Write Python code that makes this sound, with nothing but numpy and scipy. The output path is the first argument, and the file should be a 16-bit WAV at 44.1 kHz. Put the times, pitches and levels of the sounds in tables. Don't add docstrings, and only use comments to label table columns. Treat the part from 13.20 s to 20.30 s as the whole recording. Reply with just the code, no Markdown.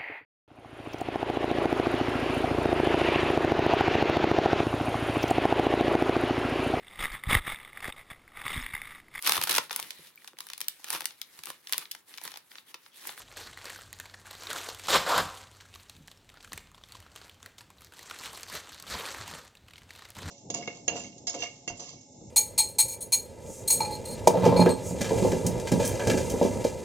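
import sys
import numpy as np
from scipy import signal
from scipy.fft import rfft, irfft, next_fast_len
from scipy.io import wavfile

SR = 44100
rng = np.random.default_rng(int(sys.argv[2]) if len(sys.argv) > 2 else 0)


def materialize(psi):
    bounded = np.clip(np.atleast_2d(psi).T, -1, 1)
    quanta = np.round(bounded * 32767).astype(np.int16)
    wavfile.write(sys.argv[1], SR, quanta)


def rack_gain(trim_db):
    fader = np.asarray(trim_db, float)
    return 10 ** (fader / 20)


N = 313110


def rms_one(x):
    return x / np.sqrt(np.mean(x ** 2) + 1e-20)


def in_time(rows, outside=None):
    s, *columns = np.transpose(rows)
    t = np.arange(N) / SR
    return np.array([np.interp(t, s, column, outside, outside) for column in columns])


def at_hz(points, hz):
    point_hz, point_db = np.array(points).T
    return np.interp(np.log(hz), np.log(point_hz), point_db)


def coloured(x, spectrum):
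    size = x.shape[-1]
    hz = np.maximum(np.arange(size // 2 + 1) * SR / size, 1)
    return irfft(rfft(x) * rack_gain(at_hz(spectrum, hz)), size)


def band(x, low_hz, high_hz):
    sos = signal.butter(2, [low_hz, high_hz], "band", fs=SR, output="sos")
    return signal.sosfilt(sos, x)


def wander(spread_db, corner_hz, size=N):
    step = 32
    pole = np.exp(-2 * np.pi * corner_hz * step / SR)
    noise = rng.standard_normal(N // step + 3002)
    slow = signal.lfilter([1], [1, -2 * pole, pole ** 2], noise)[3000:]
    return np.interp(np.arange(size) / step, np.arange(len(slow)), rack_gain(spread_db * rms_one(slow)))


# (time [s], reference level [dB], ring [Hz], panels re reference [dB], fibres re reference [dB])
SNAPS = [(0.0795, -39, 3320, -22, -20), (0.1147, -36.5, 2200, -26, -22), (0.1277, -45, 2010, -11, -16),
         (0.1711, -33, 1850, -14, -5), (0.1709, -31, 1580, -21, -11), (0.2733, -36, 2210, -11, -12),
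         (0.3292, -35.5, 2080, -25, -21), (0.3741, -30.5, 1930, -10, -16), (0.42, -41, 4450, -16, -20),
         (0.4434, -31, 1480, -12, -10), (0.4551, -26.5, 4600, -14, -10), (0.5013, -26, 2100, -23, -12),
         (0.5316, -33, 1530, -12, -11), (0.5597, -30.5, 1550, -18, -22), (0.5893, -34, 1300, -12, -21),
         (0.619, -35, 1610, -16, -11), (0.6776, -45, 1370, -20, -14), (0.729, -30, 1950, -32, -5),
         (0.7676, -44, 2000, -20, -15), (0.7883, -37, 4260, -16, -7), (0.7997, -25, 1690, -17, -9),
         (0.8565, -38, 2150, -22, -11), (0.8974, -37, 4300, -19, -26), (0.9393, -35.5, 1640, -17, -31),
         (0.9423, -29, 1870, -24, -43), (1.0386, -59, 1060, -6, -22), (1.0575, -39, 1560, -15, -18),
         (1.1107, -32.5, 4030, -17, -7), (1.1334, -37, 1070, -13, -22), (1.1513, -29, 3870, -14, -15),
         (1.2215, -35, 4220, -5.5, -13), (1.2349, -28, 4300, -17, -13), (1.2702, -23, 3920, -16, -23),
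         (1.303, -20, 3830, -31, -19), (1.3308, -30, 1320, -19, 0.5), (1.3614, -20.5, 1470, -17, -17),
         (1.4881, -19, 4270, -14.5, -18), (1.5474, -33, 3570, -21, -8), (1.5968, -27, 3670, -18, -17),
         (1.6478, -33, 4150, -16, -13), (1.6712, -25, 3720, -14, -12), (1.6843, -14, 1310, -14, -32),
         (1.7041, -14.5, 3880, -10, -14), (1.8662, -21.5, 1350, -11, -15), (1.8946, -18, 895, -17, -17),
         (1.9795, -8.5, 1005, -12, -15), (2.2705, -37.5, 4030, -21, -23), (2.3601, -44, 1280, -17, -28),
         (2.4035, -37, 3610, -32, -40), (2.4545, -40, 1430, -16, -23), (2.5402, -31.5, 3530, -21, -28),
         (2.5571, -32, 1120, -17, -32), (2.598, -39, 4100, -10, -20), (2.633, -52, 4900, -13, 1),
         (2.697, -30.5, 3780, -25, -8), (2.7652, -37.5, 3650, -17, -16), (2.8757, -43, 4520, -18, -2),
         (2.8805, -32.5, 1660, -13.5, -14), (2.9146, -33.5, 3770, -15, -13), (2.9738, -44, 5500, -17, -14),
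         (3.0909, -37, 4000, -31, -25), (3.1411, -41, 1290, -16, -12), (3.162, -41, 1810, -15, -27),
         (3.1722, -38.5, 1430, -18, -25), (3.2062, -37.5, 3220, -28, -27), (3.2276, -42, 4290, -27, -7),
         (3.2461, -31.5, 1570, -41, -12), (3.2755, -39, 1270, -23, -14), (3.3199, -27.5, 1337, -8.5, -20),
         (3.3318, -23, 1800, -21, -8), (3.3573, -45, 1500, -11, -11), (3.3768, -25, 2230, -16, -9.5),
         (3.4716, -43.5, 1070, -23, -24), (3.516, -44.5, 1130, -11, -8), (3.5459, -36, 3390, -15, -21),
         (3.5788, -40, 1050, -25, -26), (3.6135, -48.5, 1210, -7, -18), (3.6372, -33, 3380, -24, -31),
         (3.6877, -44, 4500, -20, -8), (3.7219, -32, 4400, -21, -10.5), (3.7511, -32, 1030, -22, -21),
         (3.8023, -41, 1880, -23, -6), (3.8256, -41, 2890, -12, -12), (3.8642, -39.5, 1360, -13, -23),
         (3.949, -52, 1380, -19, -12), (3.9608, -30.5, 3240, -14, -10), (4.0153, -37, 4330, -8, -14),
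         (4.0956, -34, 3240, -20, -13), (4.204, -47.5, 1070, -5, -20), (4.2287, -37, 3340, -15, -11),
         (4.261, -32.5, 4130, -23, -10), (4.261, -32.5, 1860, -11, -12), (4.382, -39, 5350, -21, -12),
         (4.383, -32.5, 3740, -23, -23), (4.4079, -32, 1710, -25, -27), (4.5032, -37.5, 1060, -21, -11),
         (4.584, -44, 3830, -21, -20), (4.608, -46, 2250, -17, -6), (4.6196, -40.5, 1270, -19, -7),
         (4.6467, -39.5, 4300, -24, -4), (4.722, -36, 1490, -18, -16), (4.7367, -39, 1550, -15, -13),
         (4.7921, -32, 1940, -29, -8.5), (4.8297, -36.5, 4030, -31, -5), (4.8584, -37, 2640, -22, -12),
         (4.8988, -27, 1350, -17, -15), (4.9103, -22.5, 1380, -21, -19), (4.9884, -30.5, 4060, -20, -9),
         (5.0108, -38, 1080, -20, -3), (5.0363, -28, 2050, -15, -11), (5.0579, -23, 2300, -24, -11.5),
         (5.1318, -33, 1110, -14, -8.5), (5.1507, -33, 1000, -15, -13), (5.1742, -32, 1100, -11, -7),
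         (5.209, -36, 1270, -19, -7), (5.232, -26, 4480, -18, -7.5), (5.2822, -40, 3700, -8, -12),
         (5.2993, -30.5, 1020, -19, -9), (5.3523, -27, 1270, -20, -6), (5.4916, -42, 1320, -9, -2),
         (5.5202, -33.5, 1540, -21, -12), (5.5454, -33, 4150, -18, -11), (5.5997, -33, 4450, -18, -6.5),
         (5.6249, -33.5, 4710, -26, -3.5), (5.667, -32.5, 3500, -12, -18), (5.8542, -23.5, 2410, -20, -26),
         (5.9464, -25.5, 930, -7, -20), (6.0787, -29, 980, -22, -8), (6.1375, -27.5, 1840, -23, -26),
         (6.3525, -39.5, 2700, -24, -11), (6.371, -40.5, 3900, -24, -23), (6.4836, -38, 3020, -26, -17),
         (6.5077, -40, 2030, -27, -21), (6.5351, -34, 2400, -21, -21), (6.558, -34, 3220, -32, -24),
         (6.5805, -34, 2280, -28, -20), (6.6187, -39.5, 2000, -22, -18), (6.6927, -42, 2670, -15, -27),
         (6.7062, -30, 1940, -36, -37), (6.7516, -36, 2780, -28, -17), (6.7608, -34, 2070, -16, -13),
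         (6.7922, -36, 1830, -9, -11), (6.8221, -33.5, 1800, -19, -19), (6.8524, -29, 2000, -17, -19),
         (6.8884, -43, 2200, -17, -8), (6.904, -36.5, 5400, -24, -4.5), (6.9508, -42, 5620, -13, -9),
         (6.9668, -31, 870, -11.5, -15), (6.9863, -30, 3190, -17, -11), (7.0234, -33.5, 1070, -7, -21)]
# (frequency [Hz], level [dB per Hz])
PAPER = [(150, -33), (250, -11), (440, -3), (750, -4.5), (1100, -1), (1700, -2.5), (2500, -2), (3400, -0.5),
         (4300, 0), (5100, -6), (7800, -9), (10200, -17), (12500, -16.5), (15000, -19), (16000, -34)]
ZONE_HZ = [400, 2000, 6000, 15000]
SNAP_T60_S = [0.0057, 0.012, 0.0058]
RING_DB, CREASE_DB = -7.5, -12.5
RING_CYCLES = 18
CRACK_S = 0.0014
SNAP_TAIL, SNAP_TAIL_T60_S = 0.034, 0.013
BUZZ_DB, BUZZ_T60_S, BUZZ_WIDTH = -12, 0.027, 0.13


def snaps():
    s, level_db, hz, panel_db, fibre_db = np.transpose(SNAPS)[:, :, None]
    zones_db = level_db + [panel_db, 0 * hz + CREASE_DB, fibre_db]
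    t = np.arange(1536) / SR
    noise = coloured(rng.standard_normal((len(s), len(t))), PAPER)
    phase = 2 * np.pi * hz * t

    ring_env = rack_gain(level_db + RING_DB - 60 * t * hz / RING_CYCLES)
    onset = np.minimum(t * hz / 2.2, 1)
    sounds = ring_env * onset * np.sin(phase)

    flutter = np.cumsum(rng.standard_normal(noise.shape), axis=1) * np.sqrt(2 * np.pi * BUZZ_WIDTH * hz / SR)
    sounds += rack_gain(level_db + BUZZ_DB - 60 * t / BUZZ_T60_S) * np.sin(phase + flutter)

    shiver = SNAP_TAIL * rack_gain(-60 * t / SNAP_TAIL_T60_S)
    for low, high, zone_db, t60 in zip(ZONE_HZ, ZONE_HZ[1:], zones_db, SNAP_T60_S):
        part = band(noise * (rack_gain(-60 * t / t60) + shiver), low, high)
        crack_rms = np.sqrt(np.mean(part[:, t < CRACK_S] ** 2, axis=1, keepdims=True))
        sounds += rack_gain(zone_db) * part / crack_rms

    out = np.zeros(N + len(t))
    np.add.at(out, np.round(s * SR).astype(int) + np.arange(len(t)), sounds)
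    return out[:N]


SETTLE_S = 0.0083


def crackle(zones_db, spectrum, per_s, spread_db, clump_db, colour_db, patchy_db, smear):
    size = zones_db.shape[1]
    born = np.flatnonzero(rng.random(size) < per_s * wander(clump_db, 30.0, size) / SR)
    excess = np.minimum(rng.exponential(1, size), 3.5)
    sizes = rack_gain(spread_db * excess) * rng.choice([-1, 1], size) / np.sqrt(per_s)

    energy = np.zeros(size)
    energy[born] = sizes[born] ** 2
    settling = signal.lfilter([1], [1, -np.exp(-1 / (SETTLE_S * SR))], energy + 1e-18)
    sliding = np.sqrt(1.3 + settling / settling.mean()) * rng.standard_normal(size)

    strengths = rng.standard_normal(size)
    edges_hz = 177 * 2 ** np.arange(0, 6.6, 0.5)
    zones = np.zeros((3, size))
    for k, (low, high) in enumerate(zip(edges_hz, edges_hz[1:])):
        clicks = np.zeros(size)
        clicks[born] = sizes[born] * rack_gain(colour_db * strengths[born - 7 * k])
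        patch = wander(patchy_db, 22.0, size)
        shaken = band(patch * (rms_one(clicks) + smear * sliding), low, high)
        zone = int(low >= ZONE_HZ[1]) + int(low > 0.9 * ZONE_HZ[2])
        zones[zone] += (-1) ** k * shaken
    zones = [rms_one(z) for z in coloured(zones, spectrum)]
    return np.sum(rack_gain(zones_db) * zones, axis=0)


def zone_levels(level_db, dull_db, fibres_db, dulled):
    return np.array([level_db + dull_db, level_db, level_db + fibres_db - dulled * dull_db])


# (time [s], rustle level [dB], dullness [dB])
HANDS = [(0, -48.5, 2.5), (.04, -61.5, -6), (.152, -61, 4.5), (.172, -46, -2), (.36, -61.5, 1),
         (.41, -60, 0.5), (.452, -47.5, -2), (.63, -59.5, -3), (.68, -61.5, -4), (1.04, -65, 3.5),
         (1.06, -54.5, 2), (1.16, -55, -2), (1.37, -43.5, 0), (1.58, -53.5, -1.5), (1.675, -49.5, -4),
         (2.08, -50, -2), (2.3, -62.5, -1.5), (2.68, -66, -3.5), (3.0, -72.5, -5), (3.17, -71, 4),
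         (3.3, -63, -8), (3.38, -71, 0), (3.53, -81, -1), (3.73, -59, -2), (3.94, -70.5, 6),
         (3.966, -57.5, 2.5), (4.2, -72.5, -1), (4.256, -58, 4.5), (4.36, -84, 0), (4.39, -59, -5.5),
         (4.5, -81.5, 1), (4.65, -57.5, -2.5), (4.7, -73.5, -4), (4.73, -59.5, -3.5), (4.89, -54.5, -1),
         (5.07, -48, -1.5), (5.124, -54.5, 1), (5.172, -48.5, -3.5), (5.27, -61, 0), (5.3, -46.5, -2.5),
         (5.358, -42, 1.5), (5.414, -57.5, 0), (5.66, -56.5, -1.5), (5.68, -46, -2.5), (5.74, -42, 2.5),
         (5.9, -47, 3), (6.04, -52, 2.5), (6.15, -51, 4), (6.27, -63.5, 1), (6.32, -84, -1.5),
         (6.586, -68, -3), (6.67, -71, 1), (6.704, -56, -5), (6.8, -59, -2), (6.88, -63.5, 5.5),
         (6.94, -72, -6), (6.97, -53, 0.5), (7.1, -48.5, 3.5)]
FIBRES_DB, FIBRES_DULLED = -2.5, 0.1
AFTERMATH_DB, AFTERMATH_T60_S = -22.5, 0.076
STRAIN_DB, STRAIN_T60_S = -29, 0.025


def rustle():
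    hands_db, dull_db = in_time(HANDS)
    s, snap_db = np.transpose(SNAPS)[:2]
    kicks = np.zeros(N)
    np.add.at(kicks, (s * SR).astype(int), rack_gain(snap_db) ** 2)

    def power_tail(x, gain_db, t60_s):
        return signal.lfilter([rack_gain(2 * gain_db)], [1, -rack_gain(-120 / (t60_s * SR))], x + 1e-18)

    after = power_tail(kicks, AFTERMATH_DB, AFTERMATH_T60_S)
    before = power_tail(kicks[::-1], STRAIN_DB, STRAIN_T60_S)[::-1]
    level_db = 10 * np.log10(rack_gain(hands_db) ** 2 + before + after)
    per_s = 600.0 * rack_gain(0.8 * np.clip(level_db + 57, -6, 18))
    zones_db = zone_levels(level_db, dull_db, FIBRES_DB, FIBRES_DULLED)
    return crackle(zones_db, PAPER, per_s, spread_db=5.0, clump_db=3.5, colour_db=3.0, patchy_db=3.0, smear=0.61)


# (time [s], level [dB], dullness [dB])
TEAR = [(1.68, -50, -1), (1.685, -32, 0.5), (1.76, -26.5, 5.5), (1.788, -37.5, 1.5), (1.85, -49, 0),
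        (1.865, -41.5, 9), (1.895, -35, 6.5), (1.965, -32.5, 6.5), (1.982, -31, 4.5), (2.0, -30, 8.5),
        (2.018, -39, 0.5), (2.06, -50, -7)]
# (frequency [Hz], level [dB per Hz])
RIP = [(88, -35), (150, -11), (186, -11.5), (291, -16), (504, -1.5), (790, -4), (1020, 0.5), (1560, -5),
       (2400, -14), (3490, -9.5), (5910, -14.5), (7320, -5), (10000, -17), (14800, -14), (16000, -36)]
TORN_FIBRES_DB, TORN_FIBRES_DULLED = -4.5, 0.47


def tear():
    level_db, dull_db = in_time(TEAR, outside=-120)
    pulling = level_db > -119
    zones_db = zone_levels(level_db, dull_db, TORN_FIBRES_DB, TORN_FIBRES_DULLED)[:, pulling]
    out = np.zeros(N)
    out[pulling] = crackle(zones_db, RIP, per_s=2300.0, spread_db=1.5, clump_db=3.5, colour_db=4.5,
                           patchy_db=2.35, smear=0.79)
    return out


# (peak time [s], time for the 14 dB rise [s], deep level [dB], upper level [dB])
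THUMPS = [(.27, 0.062, -55, -58.5), (.79, 0.046, -55, -70), (1.35, 0.22, -60, -60),
          (1.77, 0.069, -41.5, -39.5), (2.01, .14, -41.5, -39.5), (2.8, 0.073, -61, -54.5),
          (3.34, 0.053, -51, -52.5), (3.8, 0.074, -59, -69), (4.25, .06, -60, -72), (5.1, 0.059, -57, -58),
          (5.35, .07, -52, -54), (5.75, 0.071, -44, -45), (6.01, 0.066, -48.5, -58),
          (6.13, 0.099, -51, -49.5), (6.44, 0.057, -55.5, -66), (6.62, 0.056, -53.5, -59.5),
          (6.971, 0.0096, -48, -45.5), (6.995, 0.021, -54, -47), (7.04, 0.016, -34.5, -38),
          (7.075, 0.022, -47, -40)]
# (frequency [Hz], level [dB per Hz])
PUSH = [(18, -47), (30, -20), (91, 0), (160, -6.5), (220, -14.5), (265, -9.5), (350, -12.5), (460, -48),
        (770, -120)]
RUMBLE_DB = [
    [-65.5],
    [-70.5],
]
RUMBLE_WANDER_DB, RUMBLE_CORNER_HZ = 2.5, 8.0
THUMP_RISE_DB, THUMP_FALL_DB_PER_S = 14, 174
PUSH_SPLIT_HZ = 128


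def thumps():
    t = np.arange(0, N, 32) / SR
    s, rise_s, *parts_db = np.transpose(THUMPS)[:, :, None]
    shape_db = np.where(t < s, THUMP_RISE_DB / rise_s, -THUMP_FALL_DB_PER_S) * (t - s)
    pushes = [np.interp(np.arange(N) / SR, t, rack_gain(db + shape_db).max(axis=0)) for db in parts_db]
    stir = rack_gain(RUMBLE_DB) * [wander(RUMBLE_WANDER_DB, RUMBLE_CORNER_HZ) for _ in pushes]
    deep, upper = np.hypot(pushes, stir)
    air = coloured(rng.standard_normal(N), PUSH) * wander(0.29, 5.9)
    deep_air = rms_one(band(air, 44.0, PUSH_SPLIT_HZ))
    upper_air = rms_one(band(air, PUSH_SPLIT_HZ, 241.0))
    return deep * deep_air + upper * upper_air


ROOM_T60_S, WALL_CUT_HZ = 0.56, 12700


def room(x):
    size = next_fast_len(N + SR)
    turn = np.exp(-2j * np.pi * np.arange(size // 2 + 1) / size)
    dull = np.exp(-2 * np.pi * WALL_CUT_HZ / SR)
    wall = (1 - dull) / (1 - dull * turn)
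    response = 0
    for k, lag in enumerate(rng.uniform(0.011, 0.04, 10) * SR):
        loop = rack_gain(-60 * lag / SR / ROOM_T60_S) * wall * turn ** int(lag)
        response = response + (-1) ** k * loop / (1 - loop)
    for lag in rng.uniform(0.001, 0.005, 2) * SR:
        delay = turn ** int(lag)
        response = response * (delay - 0.6) / (1 - 0.41 * delay)
    return irfft(rfft(x, size) * response, size)[:N]


# (time [s], frequency [Hz], rms level [dB])
HUM = [(0, 97, -65.5), (.6, 97, -64), (1.2, 96, -64), (1.7, 96, -64), (2.2, 94, -65), (3.0, 93, -70),
       (3.3, 93, -87), (4.4, 93, -82)]
# (time [s], frequency [Hz], rms level [dB])
DRONE = [(0, 43.2, -68), (1.0, 39.3, -76), (2.2, 37.9, -76), (3.4, 38.1, -66), (4.4, 39, -85)]


def hum(rows):
    hz, level_db = in_time(rows)
    fade = np.clip((4.6 - np.arange(N) / SR) / 0.4, 0, 1)
    tone = np.sqrt(2) * np.sin(2 * np.pi * np.cumsum(hz) / SR)
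    return rack_gain(level_db) * wander(1.0, 3.3) * fade * tone


# (frequency [Hz], level [dB per Hz])
HISS = [(15, -23), (30, -10), (90, 0), (200, -8.5), (700, -13.5), (1100, -17.5), (2300, -20.5), (3800, -22),
        (5200, -29), (7700, -27.5), (10400, -35.5), (14500, -34), (16000, -38.5)]
HISS_DB = -64


def hiss():
    return rack_gain(HISS_DB) * rms_one(coloured(rng.standard_normal(N), HISS))


ROOM_DB = -22.5


def scene():
    bag = rustle() + tear() + snaps()
    echo = rack_gain(ROOM_DB) * room(bag)
    mono = bag + echo + thumps() + hiss() + hum(HUM) + hum(DRONE)
    return np.array([mono, mono])


def roll_off(x):
    return signal.sosfilt(signal.butter(12, 16690, fs=SR, output="sos"), x)


def record(dry):
    return roll_off(dry)


dry = scene()
out = record(dry)
materialize(out)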